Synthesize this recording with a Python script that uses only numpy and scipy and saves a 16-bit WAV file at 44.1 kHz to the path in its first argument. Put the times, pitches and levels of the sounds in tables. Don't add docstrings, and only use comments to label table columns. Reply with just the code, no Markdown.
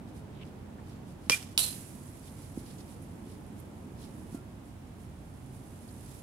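import sys
import numpy as np
from scipy import signal
from scipy.fft import rfft, irfft, next_fast_len
from scipy.io import wavfile

SR = 44100
rng = np.random.default_rng(int(sys.argv[2]) if len(sys.argv) > 2 else 0)


def int16_out(signal):
    q = np.round(np.clip(np.atleast_2d(signal).T, -1, 1) * 32767)
    wavfile.write(sys.argv[1], SR, q.astype(np.int16))


N = 274302
TIME = np.arange(N) / SR

# t/s, level/dB, tilt/(dB per octave)
FENCE_BLOWS = [(1.5773, 4.5, -1), (1.583, -13, 5), (1.5917, -4, -3), (1.6448, -18, -4)]
# f/Hz, relative level/dB
RUSTLE_COLOUR = [(1500, -2.5), (3500, -7.5), (6500, -4.5), (8500, -2.5), (10500, -0.5), (12000, -3.5),
                 (13500, -9), (16000, -15)]


def from_db(db):
    return 10 ** (np.asarray(db) / 20)


def rms_one(x):
    return x / np.sqrt(np.mean(x ** 2) + 1e-20)


def at_hz(points, hz):
    freqs, values = np.transpose(points)
    return np.interp(np.log(np.maximum(hz, 1)), np.log(freqs), values)


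def in_time(points):
    return np.interp(TIME, *np.transpose(points))


def bins(size):
    return np.arange(size // 2 + 1) * SR / size


def add(out, s, sound):
    start = int(round(s * SR))
    out[:, start:start + sound.shape[-1]] += sound[..., :N - start]


def drift(rate):
    knots = rng.standard_normal(8192)
    return np.interp(TIME * rate % 8191, np.arange(8192), knots) * np.sqrt(3 / 2)


def wavering(rate):
    return np.array([drift(rate) + 1j * drift(rate) for side in range(2)]) / np.sqrt(2)


def bell(s, width):
    return np.exp(-.5 * np.minimum(((TIME - s) / width) ** 2, 100))


def dying(start, rise, t60):
    age = np.maximum(TIME - start, 0)
    return (1 - np.exp(-age / rise)) * from_db(-60 * age / t60)


def fader(points):
    db = in_time(points)
    return from_db(db - db.mean())


def below(x, hz):
    return signal.sosfiltfilt(signal.butter(2, hz, fs=SR, output="sos"), x)


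def noise(colour):
    # f/Hz, left-right correlation
    likeness = [(60, 0.94), (130, 0.96), (290, 0.82), (640, 0.315), (1400, 0), (3100, 0), (7000, 0.049),
                (16000, 0)]
    size = next_fast_len(N, real=True)
    hz = bins(size)
    mid, side = rfft(rng.standard_normal((2, size)))
    alike = np.clip(at_hz(likeness, hz), -1, 1)
    stereo = np.sqrt(1 + alike) * mid + np.sqrt(1 - alike) * side * [[1], [-1]]
    low_cut = 1 / np.hypot(1, (colour[0][0] / (hz + 1)) ** 2)
    high_cut = 1 / np.hypot(1, (hz / colour[-1][0]) ** 4)
    return rms_one(irfft(stereo * low_cut * high_cut * from_db(at_hz(colour, hz)), size)[:, :N])


def band_noise(hz, octaves, size=N):
    edges = np.clip([hz / 2 ** (octaves / 2), hz * 2 ** (octaves / 2)], 20, SR * .47)
    band = signal.butter(2, edges, "band", fs=SR, output="sos")
    return rms_one(signal.sosfilt(band, rng.standard_normal((2, size))))


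def traffic():
    # f/Hz, relative level/dB
    road_colour = [(13, -56), (22, -27), (30, -22), (41, -9), (75, -2), (91, -2), (113, -2), (172, -4),
                   (242, -4), (347, -10.5), (487, -16.5), (641, -18), (882, -19.5), (1160, -25),
                   (3500, -39.5), (4550, -55), (7700, -120)]
    # t/s, relative level/dB
    rumble_ride = [(0.0, -53.5), (0.47, -52), (3.5, -52), (3.69, -53.5), (5.51, -49.5), (5.7, -52.5),
                   (6.22, -50)]
    # t/s, relative level/dB
    drone_ride = [(0.0, -48.5), (2.27, -52.5), (2.63, -50.5), (4.19, -49), (4.83, -54.5), (5.46, -53),
                  (6.22, -52.5)]
    road = from_db(-46) * noise(road_colour)
    rumble, engines = below(road, hz=140), below(road, hz=495)
    busy = fader(drone_ride)
    drone = busy * (engines - rumble)
    tyres = busy ** 0.27 * (road - engines)
    hum_level = from_db(-56.5 + 1.7 * drift(2.8))
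    hum_hz = 92.3 + 3 * drift(9)
    hum = hum_level * np.sqrt(2) * np.sin(2 * np.pi * np.cumsum(hum_hz) / SR)
    return fader(rumble_ride) * rumble + drone + tyres + hum


def hiss():
    return from_db(-67) * noise(colour=[(1800, -0.5), (4000, -5), (9000, -10.5), (16000, -13)])


def chirp():
    # t/s, width/s, f/Hz, level/dB
    blip = (4.875, 0.0051, 7050, -69.5)
    s, width, hz, db = blip
    return from_db(db) * bell(s, width) * np.sin(2 * np.pi * hz * TIME)


def snap(hz, t60, size=4096):
    t = TIME[:size]
    attack = 1 - np.exp(-t / (.02 * t60))
    return attack * from_db(-60 * t / t60) * band_noise(hz, octaves=.25, size=size)


def leaves(snaps_per_s=30, low_hz=4200, high_hz=12000):
    # t/s, level/dB
    rustle_ride = [(2.0, -60.5), (2.74, -63), (3.01, -68.5), (3.93, -72.5), (4.19, -64), (4.44, -74),
                   (4.94, -76.5), (6.14, -59.5), (6.22, -60.5)]
    # t/s, level/dB, f/Hz
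    ticks = [(.408, -58, 2800), (2.0664, -52, 9300), (2.278, -54, 3300), (2.579, -53, 10000),
             (2.708, -60, 5000), (2.783, -53, 7100), (3.024, -52, 10500), (3.464, -58, 10100),
             (3.599, -49, 11500), (4.3455, -37, 695), (5.887, -52, 4320), (5.9255, -54, 9700)]
    stirred = dying(FENCE_BLOWS[0][0], rise=0.24, t60=np.inf)
    level = stirred * from_db(in_time(rustle_ride))
    out = level * noise(RUSTLE_COLOUR) * from_db(0.5 + 1.6 * drift(250))
    for s, db, hz in ticks:
        add(out, s, from_db(db) * snap(hz, t60=0.033))
    crackle = np.zeros((2, N))
    for when, pitch, strength in rng.random((int(snaps_per_s * N / SR), 3)):
        hz = low_hz * (high_hz / low_hz) ** pitch
        add(crackle, when * TIME[-1], from_db(-9 + 10 * strength) * snap(hz, t60=.02))
    return out + level * crackle


def footwork():
    # t/s, width/s, swish level/dB, scuff level/dB
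    steps = [(.09, 0.012, -68, -68), (.175, 0.024, -64.5, -68), (.47, 0.021, -71, -69),
             (.91, 0.045, -68.5, -66.5), (1.10, 0.031, -67, -69), (1.26, 0.039, -66.5, -69),
             (2.27, .023, -60, -63.5), (2.43, 0.044, -62.5, -65.5), (2.59, 0.0177, -60, -65),
             (2.69, 0.039, -63, -61.5), (2.80, 0.013, -62, -61), (2.91, 0.038, -62.5, -67),
             (3.035, .014, -63, -77), (3.31, 0.041, -65.5, -66), (3.595, 0.02, -64, -78),
             (4.035, 0.034, -61, -60), (4.345, 0.029, -60, -72), (4.68, .03, -68.5, -79),
             (5.02, .035, -66, -79), (5.56, 0.0275, -65, -81), (6.1, .07, -70, -67)]
    # t/s, width/s, f/Hz, level/dB
    rubs = [(.37, 0.031, 3020, -66.5), (.42, 0.015, 2640, -56.5), (.795, .006, 1500, -56)]
    swish = sum(from_db(db) * bell(s, width) for s, width, db, _ in steps) * noise(RUSTLE_COLOUR)
    scuff = sum(from_db(db) * bell(s, width) for s, width, _, db in steps) * band_noise(4070, octaves=1)
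    cloth = sum(from_db(db) * bell(s, width) * band_noise(hz, octaves=0.72) for s, width, hz, db in rubs)
    return swish * from_db(1.7 * drift(250)) + (scuff + cloth) * from_db(2.5 * drift(260))


def turf_thuds():
    # t/s, level/dB, f/Hz, t60/s
    thuds = [(1.3001, -32.5, 158, 0.028), (2.5736, -24.5, 268.4, 0.0233), (4.326, -31.5, 170, 0.019),
             (4.3448, -25.5, 240, 0.026)]
    out, t = np.zeros((2, N)), TIME[:4096]
    for s, db, hz, t60 in thuds:
        tone = np.sin(2 * np.pi * hz * t)
        punch = -tone * (t * hz) ** 2 * from_db(-120 * t / t60) * np.exp(-t * hz / 2.9)
        ground = tone * from_db(-60 * t / .07 - 15)
        add(out, s, from_db(db) * (punch / np.abs(punch).max() + ground))
    return out


def metal_pings():
    # t/s, f/Hz, level/dB, time to peak/s, peak width/s, relative tail level/dB, t60/s
    tones = [(1.2975, 2395, -23, 0.034, 0.011, -21.5, 0.38), (1.2975, 5060, -33.5, 0.0236, 0.0031, -8, .12),
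             (1.2975, 3258, -37, 0.0206, 0.0054, -12, .12), (1.5775, 4150, -37, 0.054, 0.018, -9, 0.31),
             (1.5775, 4290, -43, .055, .012, -9, .2), (1.6445, 4130, -49, 0.049, 0.014, -15, .2),
             (1.5775, 3870, -40, 0.028, 0.016, -12, .2), (1.5775, 2960, -48, .015, .015, -9, .2),
             (4.3455, 1377, -64.5, 0.037, 0.024, -5, .2)]
    out = np.zeros((2, N))
    for s, hz, db, delay, width, tail_db, t60 in tones:
        peak = (TIME > s) * bell(s + delay, width)
        tail = from_db(tail_db) * dying(s + delay / 2, rise=width, t60=t60) * wavering(110)
        out += np.sqrt(2) * from_db(db) * np.real((peak + tail) * np.exp(2j * np.pi * hz * TIME))
    return out


def pulse(colour, tilt_db, size):
    hz = bins(size) + 30
    cepstrum = irfft(np.log(from_db(at_hz(colour, hz) + tilt_db * np.log2(hz))))
    cepstrum[1:size // 2] *= 2
    cepstrum[size // 2 + 1:] = 0
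    wave = irfft(np.exp(rfft(cepstrum)))
    for centre_hz in (2800, 5500):
        _, poles = signal.iirpeak(centre_hz, 1, fs=SR)
        wave = signal.lfilter(poles[::-1], poles, wave)
    return rms_one(wave) / np.sqrt(size)


def cracks(blows, colour, scatter_t60, left_lag_ms, scatter_db=-6, size=2048):
    out, t = np.zeros((2, N)), TIME[:size]
    envelope = np.minimum(t / .0012, 1) * from_db(-60 * t / scatter_t60)
    scatter_gain = from_db(scatter_db)
    for s, db, tilt_db in blows:
        paths = scatter_gain * rms_one(rng.standard_normal((2, size)) * envelope) / np.sqrt(size)
        paths[0, int(left_lag_ms * SR / 1000)] += 1
        paths[1, 0] += 1
        crack = signal.fftconvolve(paths, pulse(colour, tilt_db, size)[None], axes=1)
        add(out, s, from_db(db) * crack / np.hypot(1, scatter_gain))
    return out


def fence_hit():
    # f/Hz, relative level/dB
    crack_colour = [(100, -36), (600, -21), (1500, -17.5), (2300, -19), (2900, 3), (4300, -2), (5500, -2.5),
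                    (6500, -15), (9000, -13), (12000, -14.5), (16000, -20)]
    # f/Hz, relative level/dB
    mesh_colour = [(300, -13.5), (560, -7), (900, -12.5), (2200, -15), (2700, -2.5), (4200, 0.5),
                   (5500, -5.5), (6500, -6), (8500, -0.5), (11600, 1), (13000, -6.5), (16000, -21)]
    # f/Hz, relative level/dB
    wire_tones = [(3945, -16.5), (4064, -12.5), (7356, -20), (8103, -22), (8969, -19), (9760, -25),
                  (10036, -22), (10155, -20), (10800, -17), (11236, -17), (11710, -19)]
    crack = cracks(FENCE_BLOWS, crack_colour, scatter_t60=0.012, left_lag_ms=0.22)
    push = from_db(-24.5) * dying(1.578, rise=.002, t60=0.39)
    rebound = from_db(-28) * dying(1.608, rise=0.017, t60=0.24)
    chatter = np.hypot(push, rebound) * from_db(1.2 * drift(220))
    shimmer = from_db(-41) * dying(1.584, rise=0.027, t60=1.13) * from_db(0.84 * drift(90))
    wires = np.zeros((2, N))
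    for hz, db in wire_tones:
        tone = np.cos(2 * np.pi * (hz * TIME[:SR] + rng.random((2, 1))))
        add(wires, FENCE_BLOWS[0][0], from_db(db) * np.sqrt(2) * tone)
    jingle = noise(mesh_colour) + wires * from_db(0.5 + 2.7 * drift(48.57))
    return crack + jingle * chatter + noise(RUSTLE_COLOUR) * shimmer


def bat_hit():
    # t/s, level/dB,
    # tilt/(dB per octave)
    blows = [(1.2973, 5.5, 0), (1.2997, -5.5, 2), (1.3038, -7.5, -3.5), (1.3079, -9, 0), (1.3195, -6.5, 3),
             (1.4282, -24.5, 0.5)]
    # f/Hz, relative level/dB
    crack_colour = [(100, -16), (350, -1.5), (590, 2), (760, -13.5), (1100, -1), (1500, -6.5), (2400, 1.5),
                    (3300, -1.5), (3900, -5.5), (5000, 2), (6200, 2), (7000, -18), (9200, -11),
                    (16000, -25)]
    # f/Hz, relative level/dB
    tail_colour = [(200, -8), (900, -6.5), (1900, 0.5), (3200, 3.5), (4000, -2.5), (5100, 1), (6500, -1),
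                   (10500, -2.5), (13000, -6), (16000, -19)]
    crack = cracks(blows, crack_colour, scatter_t60=0.017, left_lag_ms=.07)
    near = from_db(-25) * dying(1.298, rise=0.00093, t60=0.1)
    returned = from_db(-24) * dying(1.317, rise=0.0087, t60=0.17)
    far = from_db(-42.5) * dying(1.326, rise=0.0207, t60=0.63)
    tail = np.sqrt(near ** 2 + returned ** 2 + far ** 2)
    return crack + noise(tail_colour) * tail * from_db(1.2 * drift(300))


def scene():
    hits = bat_hit() + fence_hit() + metal_pings()
    return hits + turf_thuds() + footwork() + leaves() + traffic() + hiss() + chirp()


def record(dry, cutoff_hz=15750):
    # f/Hz, left minus right level/dB
    port_balance = [(60, -3.5), (200, -3), (700, -0.5), (1300, -0.5), (2400, -3.5), (3800, -1.5),
                    (6000, -4.5), (8200, -11.5), (10500, -13.5), (12300, -6), (16000, -1)]
    size = next_fast_len(N + 2048, real=True)
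    ports = from_db(at_hz(port_balance, bins(size)) * np.array([[.5], [-.5]]))
    heard = irfft(rfft(dry, size) * ports, size)[:, :N]
    return signal.sosfilt(signal.ellip(10, .2, 80, cutoff_hz, fs=SR, output="sos"), heard)


dry = scene()
out = record(dry)
int16_out(out)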